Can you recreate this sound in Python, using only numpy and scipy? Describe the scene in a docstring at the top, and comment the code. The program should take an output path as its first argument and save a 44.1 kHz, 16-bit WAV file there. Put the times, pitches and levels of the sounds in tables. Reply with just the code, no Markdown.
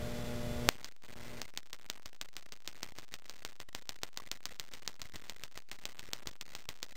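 """A gas igniter snaps about seven times a second, wired to a lamp that lies on a metal tin.
Each spark makes a tiny, loud click that echoes around a humming, rumbling room.
There is one light knock, and a hand bumps the pocket camera that picks up the sound.
Each loud spark slams the camera's volume down, and it then creeps back up.
The camera's coarse 8-bit steps clip the biggest peaks and turn quiet sound into a sparse crackle."""
import sys
import numpy as np
from scipy import signal
from scipy.fft import rfft, irfft
from scipy.io import wavfile

SR = 44100
rng = np.random.default_rng(int(sys.argv[2]) if len(sys.argv) > 2 else 0)


def generate_wav(signal):
    """Clip the signal to [-1, 1] and save it as 16-bit WAV at the path in sys.argv[1]."""
    frames = np.transpose(np.atleast_2d(signal))
    scaled = np.clip(frames, -1, 1) * 32767
    pcm = np.round(scaled).astype(np.int16)
    wavfile.write(sys.argv[1], SR, pcm)


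N = 306936
TIME = np.arange(N) / SR
HOLD = 4  # the camera keeps one sample in four

# Each spark's click as the camera catches it, some sharper, some duller:
# start_s, sharp_db, pitch_hz, dull_db
SPARKS = [(0.6891, -39, 2370, 6.5), (0.8453, -6.5, 4520, -36), (1.4171, -8, 4450, -41),
          (1.5751, 0.5, 3470, -27.5), (1.7311, -6, 3370, -36.5), (1.9001, 0, 3600, -41),
          (2.0588, -10, 4360, -37), (2.2137, -2, 3300, -36), (2.3667, -6, 3340, -36),
          (2.5226, -12, 4800, -30.5), (2.6765, -2, 3320, -38), (2.8313, -3, 4800, -11.5),
          (2.9861, -19, 4960, -12), (3.1406, -6.5, 2830, -13.5), (3.2965, -8, 4420, -37.5),
          (3.4501, -6, 3150, -10.5), (3.602, -14.5, 3200, -13.5), (3.7497, -6.5, 3110, -10.5),
          (3.8928, -1, 4020, -40), (4.034, -2.5, 3670, -6), (4.1743, -2.5, 3980, -19),
          (4.3154, 1.5, 3600, -36), (4.4556, -1, 4370, -44), (4.5978, -0.5, 3560, -45),
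          (4.7372, -10, 3540, -37.5), (4.8773, 1.5, 4310, -36), (5.0174, -5, 4000, -36),
          (5.1584, -11, 3250, -21), (5.297, -4.5, 3450, -21), (5.4366, -5.5, 2780, -41),
          (5.5758, -15.5, 4460, -12), (5.7153, -7.5, 2360, -21.5), (5.8548, -1, 3260, -35.5),
          (5.994, -7.5, 2850, -36), (6.1335, 2, 3600, -31), (6.2727, -3, 4080, -16.5),
          (6.412, -5.5, 3000, -27), (6.5514, -7, 3170, -13.5), (6.69, -4, 3160, -17.5),
          (6.8297, -1, 3920, -32.5)]
# A light knock: start_s, pitch_hz, level_db, ring_s (time to fade by 60 dB)
KNOCKS = [(4.2, 1105, -24.5, 0.038)]
# Soft bumps of the hand on the camera: peak_time_s, level_db
HAND_BUMPS = [(5.157, -33.5), (6.272, -33), (6.695, -37.5)]
# The tones of the mains hum and faint steady whines: pitch_hz, level_db
HUM_TONES = [(120, -50), (240, -48.5), (360, -59), (428, -60), (480, -57), (600, -51.5), (720, -63),
             (840, -66.5), (1443, -67), (3464, -65.5)]
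# The room's rumble, from low to high: frequency_hz, relative_level_db
RUMBLE_SHAPE = [(12, -9.5), (28, 3.5), (42, -7.5), (56, -6), (78, -1.5), (100, -7), (160, -9), (210, -10.5),
                (280, -21), (450, -15.5), (800, -24), (1500, -28.5), (3000, -33), (5400, -35.5)]
# Level of the background crackle, with a brief near-silent gap around 5.7 s: time_s, gain_db
CRACKLE_LEVEL = [(0, 1), (0.79, 3), (0.97, -4.5), (1.1, 1), (1.36, 0.5), (1.55, -4), (2.3, -5), (2.75, -2),
                 (3.1, -3.5), (4.3, -4.5), (5.12, -1), (5.5, -2), (5.68, -7.5), (5.85, -2), (6.2, 0.5),
                 (6.42, -3.5), (6.96, -3.5)]


def igniter(echo_delay_s=.0027, echo_db=-17, boom_hz=35.19, boom_db=-47, boom_ring_s=.9):
    """Each spark snaps, echoes, makes the microphone swing back and leaves a faint deep boom."""
    out, t = np.zeros(N), TIME[:SR // 2]
    boom = undb(boom_db) * fade(t, boom_ring_s) * np.sin(2 * np.pi * boom_hz * t)
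    for (start_s, sharp_db, pitch_hz, dull_db), chance in zip(SPARKS, rng.standard_normal(len(SPARKS))):
        click = spark_click(t, sharp_db, pitch_hz, dull_db)
        tail_db = -37 + .25 * max(sharp_db, dull_db)  # stronger sparks echo a little louder
        tail = undb(tail_db) * room_echoes(t)
        mic_undershoot = undb(-33 + 2 * chance) * np.exp(-t / .006)  # a short dip below zero
        add(out, start_s, click + tail - mic_undershoot)
        add(out, start_s + echo_delay_s, undb(echo_db) * click)
        add(out, start_s + .004, -boom)
    return out


def spark_click(t, sharp_db, pitch_hz, dull_db, sharp_decay_s=.00021, dull_decay_s=.0001):
    """One spark's click as the camera catches it; dull_db sets how dull it sounds."""
    sharp = undb(sharp_db) * np.exp(-t / sharp_decay_s) * np.cos(2 * np.pi * pitch_hz * t + np.pi / 4)
    dull = undb(dull_db) * np.exp(-t / dull_decay_s)
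    return sharp + dull


def room_echoes(t, ring_s=.44, near_decay_s=.0034, wall_delay_s=.013, wall_width_s=.0016):
    """Sound bounces off the nearby tin and lamp, then off the walls, then dies away in the room."""
    near = undb(3) * np.exp(-t / near_decay_s)
    walls = undb(-2) * np.exp(-((t - wall_delay_s) / wall_width_s) ** 2)
    return (near + walls + fade(t, ring_s)) * rng.standard_normal(len(t))


def knock():
    """Something is touched softly and rings briefly at one pitch."""
    out, t = np.zeros(N), TIME[:SR // 4]
    for start_s, pitch_hz, level_db, ring_s in KNOCKS:
        add(out, start_s, undb(level_db) * fade(t, ring_s) * np.sin(2 * np.pi * pitch_hz * t))
    return out


def hand_bumps(width_s=.018, cutoff_hz=150):
    """The hand shifts on the camera, making brief swells of dull noise."""
    swells = sum(undb(level_db) * np.exp(-((TIME - peak_time_s) / width_s) ** 2)
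                 for peak_time_s, level_db in HAND_BUMPS)
    return swells * noise(lambda f: 1 / (1 + (f / cutoff_hz) ** 2))


def room_background(rumble_db=-45, waver_db=.75, waver_hz=24):
    """A low rumble and a wavering mains hum, heard as crackle through the camera's 8-bit steps."""
    shape_hz, shape_db = np.transpose(RUMBLE_SHAPE)
    top_hz = SR / HOLD / 2  # the highest pitch the camera can hold
    rumble = noise(lambda f: undb(np.interp(np.log(f), np.log(shape_hz), shape_db)) * (f < top_hz))
    hum = np.zeros(N)
    for pitch_hz, level_db in HUM_TONES:
        strength = np.sqrt(2) * undb(level_db + waver_db * wander(waver_hz))
        hum += strength * np.sin(2 * np.pi * (pitch_hz * TIME + rng.random()))
    crackle_gain = undb(np.interp(TIME, *np.transpose(CRACKLE_LEVEL)))
    return (undb(rumble_db) * rumble + hum) * crackle_gain


def camera_noise(whine_hz=2005, whine_db=-61, frame_hz=30, throb_db=-66, hiss_db=-66):
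    """The camera adds its own thin whine, a throb at its frame rate and a hiss."""
    # The narrow whine flutters, so it tips the 8-bit steps in short bursts.
    whine = noise(lambda f: 1 / np.hypot(1, (f - whine_hz) / 45))
    throb = np.sqrt(2) * np.sin(2 * np.pi * frame_hz * TIME)
    return undb(whine_db) * whine + undb(throb_db) * throb + undb(hiss_db) * rng.standard_normal(N)


def automatic_volume(x, threshold=.075, drop_db=-18, recover_db_per_s=19):
    """Just after a loud peak the camera turns itself down, then climbs steadily back."""
    was_loud = np.roll(np.abs(x) > threshold, HOLD)  # one camera sample late, so the attack gets through
    last_peak_s = np.maximum.accumulate(np.where(was_loud, TIME, -np.inf))
    gain_db = np.minimum(0, drop_db + recover_db_per_s * (TIME - last_peak_s))
    return x * undb(gain_db)


def undb(db):
    """Turn decibels into a number to multiply by."""
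    return 10 ** (np.asarray(db) / 20)


def fade(t, ring_s):
    """A smooth fade that falls by 60 dB in ring_s seconds."""
    return np.exp(-np.log(1000) * t / ring_s)


def noise(gain_at):
    """Noise of typical size 1, with its lows and highs shaped by gain_at(frequency_hz)."""
    frequency_hz = np.fft.rfftfreq(N, 1 / SR) + 1
    x = irfft(rfft(rng.standard_normal(N)) * gain_at(frequency_hz), N)
    return x / x.std()


def wander(rate_hz):
    """A random drift of typical size near 1 that turns rate_hz times a second."""
    return 1.2 * np.interp(TIME * rate_hz, np.arange(1024), rng.standard_normal(1024))


def add(out, start_s, x):
    """Mix x into out, starting at the camera sample nearest to start_s."""
    i = HOLD * int(round(start_s * SR / HOLD))
    out[i:i + len(x)] += x[:N - i]


def scene():
    """Sparks, a knock and hand bumps over the room's background, in one channel."""
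    return (igniter() + knock() + hand_bumps() + room_background())[None]


def record(dry):
    """The camera sets its volume, then rounds to 8-bit steps, so quiet sound comes out as ticks."""
    step_size, cutoff_hz = 1 / 128, 15700
    x = (automatic_volume(dry[0]) + camera_noise())[::HOLD]
    steps = np.clip(np.round(x / step_size - .05) - 1, -128, 127)  # silence sits one step below zero
    faint_hiss = undb(-78.5) * rng.standard_normal(len(x))
    stairs = np.repeat(steps * step_size + faint_hiss, HOLD)[:N]  # hold each value until the next
    return signal.fftconvolve(stairs, signal.firwin(129, cutoff_hz, fs=SR), "same")[None]


dry = scene()
out = record(dry)
generate_wav(out)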